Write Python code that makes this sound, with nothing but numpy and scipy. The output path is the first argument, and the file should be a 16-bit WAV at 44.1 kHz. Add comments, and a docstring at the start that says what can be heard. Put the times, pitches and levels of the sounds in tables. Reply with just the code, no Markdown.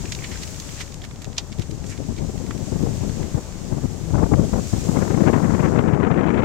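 """Slush hisses as a low swell works it against an icy shore: crystals rub and small bubbles burst. Close by,
wet pebbles knock and ring, and footsteps crunch over the stones in showers of tiny fractures. A rising wind
tumbles over the left microphone port, its eddies heard as rumbling gusts and thuds, while the right port lies
in the lee. Near the end the wind blows steadily and the hiss dims abruptly."""
import sys
import numpy as np
from scipy import signal
from scipy.fft import rfft, irfft, next_fast_len
from scipy.io import wavfile
from scipy.ndimage import uniform_filter1d

SR = 44100
rng = np.random.default_rng(int(sys.argv[2]) if len(sys.argv) > 2 else 0)


def unload_audio(sound):
    """Save the sound as a 16-bit wav file, at the path given as the first command line argument."""
    columns = np.transpose(np.atleast_2d(sound))
    # keep every value between -1 and 1, then stretch to whole-number steps
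    steps = np.round(np.clip(columns, -1, 1) * 32767)
    wavfile.write(sys.argv[1], SR, steps.astype(np.int16))


N = 284004
T = np.arange(N) / SR

# Levels are relative within each table. # The slush hiss rises and falls, then dims abruptly near the end:
# time_s, level_db
HISS_LEVEL = [(0, 4.5), (.76, 5.5), (.95, -2.5), (1.15, -4), (1.75, -2), (2.05, -1), (2.4, 1.2),
              (2.85, 3.5), (3.2, 3), (3.55, 0.5), (4.3, 2), (4.8, 8), (5.35, 3), (5.68, 1.4), (5.95, -7.5),
              (6.44, -9)]
# Low wash of water further along the shore: time_s, level_db
WASH_LEVEL = [(0, 1.5), (1.75, -2.2), (3.1, 2), (5.05, -1), (5.8, -6), (6.44, -1.5)]
# Spectrum of the slush: frequency_hz, left_db, right_db
SLUSH_SPECTRUM = [(98.4, -55, -70.5), (296, -77, -73), (550, -75.5, -76), (1060, -80.5, -80),
                  (1400, -82.5, -83.5), (2560, -86, -84.5), (4040, -84.5, -90), (5200, -82.5, -86),
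                  (6880, -79.5, -80.5), (7770, -82.5, -84.5), (9200, -93.5, -93), (10500, -99, -98),
                  (12600, -93, -105), (14700, -102, -107)]
# Wind between gusts and the top edge of its turbulence: time_s, level_db, edge_hz
BREEZE_COURSE = [(0, -27.5, 490), (1.15, -35.5, 468), (1.5, -30, 460), (2.05, -25.5, 535),
                 (2.6, -23.5, 620), (3.2, -20, 656), (3.44, -35, 580), (3.66, -25.5, 710),
                 (3.98, -25.5, 770), (4.42, -18.5, 690), (4.68, -26, 690), (4.85, -22, 820),
                 (5.0, -17.5, 1300), (5.35, -13, 1970), (5.56, -14, 1860), (5.75, -13, 2050),
                 (6.2, -14, 2570), (6.44, -14.5, 2680)]
# Gusts buffeting the exposed port: centre_s, level_db, half_length_s
WIND_GUSTS = [(0.056, -20.5, 0.018), (1.29, -25, 0.026), (1.594, -23.5, 0.025), (1.717, -26, 0.04),
              (2.093, -21.5, 0.027), (2.228, -19, 0.037), (2.38, -25, 0.016), (2.751, -17.5, 0.027),
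              (2.853, -17.5, 0.058), (3.04, -25, 0.036), (3.365, -19, 0.027), (3.729, -22, 0.075),
              (3.847, -14.5, 0.014), (4.188, -12.5, 0.085), (4.369, -11, 0.067), (4.57, -14.5, 0.048),
              (4.768, -18.5, 0.042), (4.909, -17, 0.032), (4.994, -15, 0.048), (5.145, -15, 0.0077),
              (5.212, -11, 0.0089), (5.287, -10.5, 0.021)]
# Spectrum of the turbulence at each port: frequency_hz, exposed_db, sheltered_db
TURBULENCE_SPECTRUM = [(18, 16, -26), (35, 0.5, 0), (83, 2.5, 9.5), (156, 0.5, -2.5), (241, -4, 0),
                       (356, -9.5, -14.5), (657, -18.5, -30), (1080, -23.5, -27), (2200, -31.5, -47),
                       (5700, -51.5, -68)]
# Loose pebbles knocking together: start_s, level_db, pitch_hz
PEBBLE_KNOCKS = [(0.079, -36, 2470), (.124, -28, 2150), (.189, -30.5, 2320), (.223, -32, 2200),
                 (0.246, -31, 2600), (0.357, -31, 1570), (.6, -27, 6340), (1.018, -34, 3320),
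                 (1.382, -16.5, 5880), (2.509, -26, 1200), (3.405, -37, 1120)]
# Footsteps crunching on stones: peak_s, level_db, rise_s, decay_s, pitch_hz, width_octaves
CRUNCHES = [(.121, -24.5, 0.00048, 0.0073, 4860, 1.2), (.15, -27, 0.00089, 0.0026, 4580, 1.5),
            (.244, -33.5, 0.0094, 0.015, 2600, 1.2), (.315, -37, .002, 0.045, 3200, 2.6),
            (.436, -31, 0.012, 0.0049, 4800, 1.7), (.6, -29, 0.00091, 0.0036, 5470, 1.14),
            (.814, -29.5, 0.016, 0.01, 3340, 2.2), (.943, -32.5, .001, .002, 5470, 1.7),
            (1.019, -41, 0.00073, 0.0029, 3800, 2), (1.05, -38.5, 0.014, 0.0085, 3780, 3.3),
            (1.22, -38, 0.0025, 0.0089, 5600, 3.8), (1.245, -29.5, 0.00049, 0.0016, 4230, 2.7),
            (1.3812, -19.5, 0.0016, 0.0089, 4390, 0.97), (1.3835, -35, 0.0011, 0.011, 730, .9),
            (1.526, -36.5, 0.00073, 0.0063, 3600, 1.4), (1.596, -32, 0.00048, 0.0018, 4800, 1.7),
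            (1.625, -40.5, 0.015, .008, 3260, 2.9), (1.713, -37, 0.00081, 0.0023, 5940, 1.6),
            (1.905, -39.5, 0.037, 0.026, 7050, 0.77), (1.92, -40, .014, 0.021, 1930, 1.1),
            (2.179, -42, 0.0029, 0.015, 3000, 2), (2.509, -32.5, .001, 0.0056, 1000, 2.4),
            (3.096, -37.5, .001, .004, 2600, 2.1), (3.229, -38, .001, 0.0059, 2100, 1.4)]
# Spectrum shared by all crunches: frequency_hz, left_db, right_db
CRUNCH_SPECTRUM = [(247, -18, 0), (900, 1, -4), (1390, 6, -6), (1920, 7.5, 2.5), (2720, 1, -1.5),
                   (4400, -2.5, -3), (7500, -9, -1), (8200, -4.5, -13), (10200, -16, -13), (12500, -4, -24),
                   (15500, -27, -37)]
# Single large eddies striking the exposed port: centre_s, level_db, half_length_s
LARGE_EDDIES = [(1.597, -7, 0.002), (2.004, -10.5, 0.00064), (2.298, -11.5, 0.00069), (2.726, -8, 0.00069),
                (2.838, -2, 0.0011), (3.036, -5, 0.001), (3.352, -5.5, 0.0021), (3.73, -5, 0.0024),
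                (3.772, -5.5, .0012), (3.852, -5.5, 0.0024), (4.154, -22, 0.0011), (4.237, -11, 0.0007),
                (4.336, -6, 0.0005), (4.396, 0, 0.00092), (4.536, -4, 0.00074), (4.736, -3, 0.0014),
                (4.896, 2, 0.0013), (4.976, -4, 0.0007), (5.025, 4, .0011), (5.222, 3, .0013),
                (5.3, 2.5, 0.00064), (5.339, -11, .0005), (5.789, -9, 0.00044)]


def undb(db):
    """Amplitude grows tenfold for every 20 dB."""
    return 10 ** (np.asarray(db) / 20)


def unit(x):
    """Normalisation to rms 1."""
    return x / np.sqrt(np.mean(x ** 2))


def even(x, size):
    """Normalisation to rms 1 over every stretch of about size samples."""
    return x / np.sqrt(uniform_filter1d(uniform_filter1d(x ** 2, size), size) + 1e-9)


def curves(table):
    """Linear interpolation turns each column into a control over time."""
    times, *columns = np.transpose(table)
    return [np.interp(T, times, column) for column in columns]


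def bin_hz(size):
    """Frequencies of a Fourier transform, floored at 1 Hz."""
    return np.maximum(np.arange(size // 2 + 1) * SR / size, 1)


def colour(x, spectrum, side=0):
    """Spectral weighting by the left (0) or right (1) column of a table."""
    hz, *levels = np.transpose(spectrum)
    size = next_fast_len(len(x))
    db = np.interp(np.log(bin_hz(size)), np.log(hz), levels[side])
    return irfft(rfft(x, size) * undb(db), size)[:len(x)]


def split(x, centres_hz):
    """Complementary filters: overlapping bands that sum to the whole sound."""
    size = next_fast_len(N)
    log_hz, spectrum = np.log(bin_hz(size)), rfft(x, size)
    weights = [np.interp(log_hz, np.log(centres_hz), row) for row in np.eye(len(centres_hz))]
    return [irfft(spectrum * weight, size)[:N] for weight in weights]


def wander(per_s):
    """Random modulation: per_s new values a second, joined by ramps; rms 1."""
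    hold = SR // per_s
    steps = np.repeat(rng.standard_normal(N // hold + 1), hold)
    return unit(uniform_filter1d(steps, hold)[:N])


def grains(per_s, spread_db):
    """Shot noise: random clicks, many weak and a few strong; rms 1."""
    strength = undb(spread_db * np.minimum(rng.exponential(size=N), 4))
    return unit((rng.random(N) < per_s / SR) * strength * rng.choice([-1, 1], N))


def blend(a, b, share):
    """Independent noises add in power; b supplies the given share."""
    return np.sqrt(1 - share) * a + np.sqrt(share) * b


def seethe():
    """Countless tiny impulses merge into Gaussian noise, while some stand out as grains."""
    return blend(rng.standard_normal(N), grains(per_s=5000, spread_db=3.5), share=0.38)


def slush(gain_db=44, flicker_db=0.5):
    """Rubbing crystals and bursting bubbles add incoherently; the ports share mainly the low wash."""
    (wash_db,), (hiss_db,) = curves(WASH_LEVEL), curves(HISS_LEVEL)
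    centres_hz = [800, 2600, 7000, 12000]  # wash, rustle, fizz, finest fizz
    levels_db = [wash_db, 0.98 * hiss_db - 1.5, hiss_db, 1.14 * hiss_db]
    correlations = [0.77, 0.063, 0, 0]
    gains = [undb(db + gain_db + flicker_db * wander(per_s=14)) for db in levels_db]
    shared_bands, out = split(seethe(), centres_hz), []
    for side in range(2):
        bands = zip(gains, split(seethe(), centres_hz), shared_bands, correlations)
        hiss = sum(gain * blend(own, shared, share) for gain, own, shared, share in bands)
        out.append(colour(hiss, SLUSH_SPECTRUM, side))
    return np.array(out)


def gust_power(centre_s, level_db, half_length_s, abruptness=3.3):
    """A gust's power swells and dies as a flat-topped bell; abruptness 2 would be Gaussian."""
    return undb(level_db) ** 2 * np.exp(-2 * np.abs((T - centre_s) / half_length_s) ** abruptness)


def wind(octaves_per_db=0.06):
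    """Breeze and gusts add in power; faster air sheds smaller eddies, raising the spectrum's top edge."""
    breeze_db, breeze_hz = curves(BREEZE_COURSE)
    wind_db = 10 * np.log10(undb(breeze_db) ** 2 + sum(gust_power(*gust) for gust in WIND_GUSTS))
    edge_hz = breeze_hz * 2 ** (octaves_per_db * (wind_db - breeze_db))
    return wind_db, edge_hz


def flurries(edge_hz, steady_hz=1750, drag_s=0.0098):
    """Intermittency: weak wind comes in ragged puffs, strong wind keeps mainly its fast flutter."""
    ragged = 1 / np.hypot(1, (edge_hz / steady_hz) ** 2)
    flurry = 2 * np.tanh((1.18 * ragged * wander(per_s=70) + 0.85 * wander(per_s=240)) / 2)
    # each large eddy drags a flurry along, the fiercer the faster it passes
    for centre_s, _, half_length_s in LARGE_EDDIES:
        near = np.abs(T - centre_s) < 0.03
        strength = 0.00138 / half_length_s
        flurry[near] += strength * ragged[near] * np.exp(-((T[near] - centre_s) / drag_s) ** 2)
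    return flurry


def exposed_port(wind_db, edge_hz, gain_db=0.23, flutter_db=3, flurry_octaves=0.27, flicker_db=0.93):
    """Turbulent pressure rumbles in a band that rises with air speed; flurries are louder and brighter."""
    flurry = flurries(edge_hz)
    top_hz = edge_hz * 2 ** (flurry_octaves * flurry)
    bottom_hz = 0.075 * edge_hz
    centres_hz = 20 * 2 ** np.arange(0, 9, 0.5)
    turbulence = unit(colour(rng.standard_normal(N), TURBULENCE_SPECTRUM))
    rumble = 0
    for hz, band in zip(centres_hz, split(turbulence, centres_hz)):
        passed = 1 / np.sqrt((1 + (hz / top_hz) ** 6.8) * (1 + (bottom_hz / hz) ** 3.72))
        rumble = rumble + band * passed * undb(flicker_db * wander(per_s=40))
    # the flurries share out the energy that the gust brings
    return even(rumble * undb(flutter_db * flurry), size=3300) * undb(wind_db + gain_db)


def sheltered_port(wind_db, lee_db=-22, flutter_db=3.5):
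    """Wind shadow: only a weak, dull rumble reaches the lee, with the gusts smoothed out."""
    power = uniform_filter1d(undb(wind_db + lee_db) ** 2, size=SR // 6)
    power += gust_power(centre_s=1.07, level_db=-37.5, half_length_s=0.12)  # one puff curls into the lee
    rumble = unit(colour(rng.standard_normal(N), TURBULENCE_SPECTRUM, side=1))
    return rumble * np.sqrt(power) * undb(flutter_db * wander(per_s=22))


def ticks(count=80, fade_db_per_s=2.8, spread_db=2.5, spread_octaves=0.33):
    """Directivity: faint random crunches fade as the microphone turns away; rows as in CRUNCHES."""
    rise_s, decay_s, width_octaves = 0.0012, 0.0023, 1.4
    rows = []
    for slot in range(count):
        peak_s = (slot + rng.random()) / count * T[-1]
        level_db = -36 - fade_db_per_s * peak_s + spread_db * rng.standard_normal()
        pitch_hz = 3400 * 2 ** (spread_octaves * rng.standard_normal())
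        rows.append((peak_s, level_db, rise_s, decay_s, pitch_hz, width_octaves))
    return rows


def pebble_clinks(left_db=-3, right_db=0, decay_s=0.003, upper_ratio=1.113, upper_db=-5):
    """Free vibration: a knocked pebble rings in two quickly damped modes."""
    out = np.zeros(N)
    for start_s, level_db, pitch_hz in PEBBLE_KNOCKS:
        near = (T >= start_s) & (T < start_s + 0.06)
        t = T[near] - start_s
        phase = 2 * np.pi * pitch_hz * t
        modes = np.sin(phase) + undb(upper_db) * np.sin(upper_ratio * phase)
        out[near] += undb(level_db) * modes * np.exp(-t / decay_s)
    return np.outer(undb([left_db, right_db]), out)


def crackles(left_db=-1, right_db=1.5, correlation=0.37, per_s=2200):
    """Brittle fracture: each crunch is a shower of tiny cracks, and larger pieces sound lower."""
    shared = grains(per_s, spread_db=1.5)
    out, crunches = np.zeros((2, N)), list(CRUNCHES) + ticks()
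    for side, side_db in enumerate([left_db, right_db]):
        fractures = blend(grains(per_s, spread_db=2), shared, correlation)
        shower = colour(fractures, CRUNCH_SPECTRUM, side)
        for peak_s, level_db, rise_s, decay_s, pitch_hz, width_octaves in crunches:
            near = np.abs(T - peak_s) < 0.07
            t = T[near] - peak_s
            envelope = np.exp(-np.where(t < 0, -t / rise_s, t / decay_s))
            octaves = np.log2(bin_hz(len(t)) / pitch_hz)
            passed = 1 / (1 + (octaves / width_octaves) ** 2) ** 2
            burst = irfft(rfft(shower[near] * envelope) * passed, len(t))
            out[side, near] += unit(burst) * np.sqrt(np.mean(envelope ** 2)) * undb(level_db + side_db)
    return out


def eddy_thuds(gain_db=-3):
    """A passing eddy makes a pressure pulse on the port, with suction before and after."""
    out = np.zeros(N)
    for centre_s, level_db, half_length_s in LARGE_EDDIES:
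        near = np.abs(T - centre_s) < 10 * half_length_s
        u = (T[near] - centre_s) / half_length_s
        out[near] += undb(level_db + gain_db) * (1 - u ** 2) * np.exp(-u ** 2 / 2)
    return out


def scene():
    """Superposition: the shore sounds in both ports, and each port adds its own wind noise."""
    wind_db, edge_hz = wind()
    shore = slush() + crackles() + pebble_clinks()
    left = exposed_port(wind_db, edge_hz) + eddy_thuds()
    right = sheltered_port(wind_db)
    return shore + np.array([left, right])


def record(dry, bottom_hz=24, top_hz=15850):
    """Band limiting and saturation: the microphone loses deep bass, rounds hard thuds and cuts the top."""
    highpass = signal.butter(2, bottom_hz, "high", fs=SR, output="sos")
    lowpass = signal.ellip(8, 0.2, 70, top_hz, fs=SR, output="sos")
    pressure = signal.sosfilt(highpass, dry)
    rounded = pressure / (1 + pressure ** 6) ** (1 / 6)
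    return signal.sosfilt(lowpass, rounded)


dry = scene()
out = record(dry)
unload_audio(out)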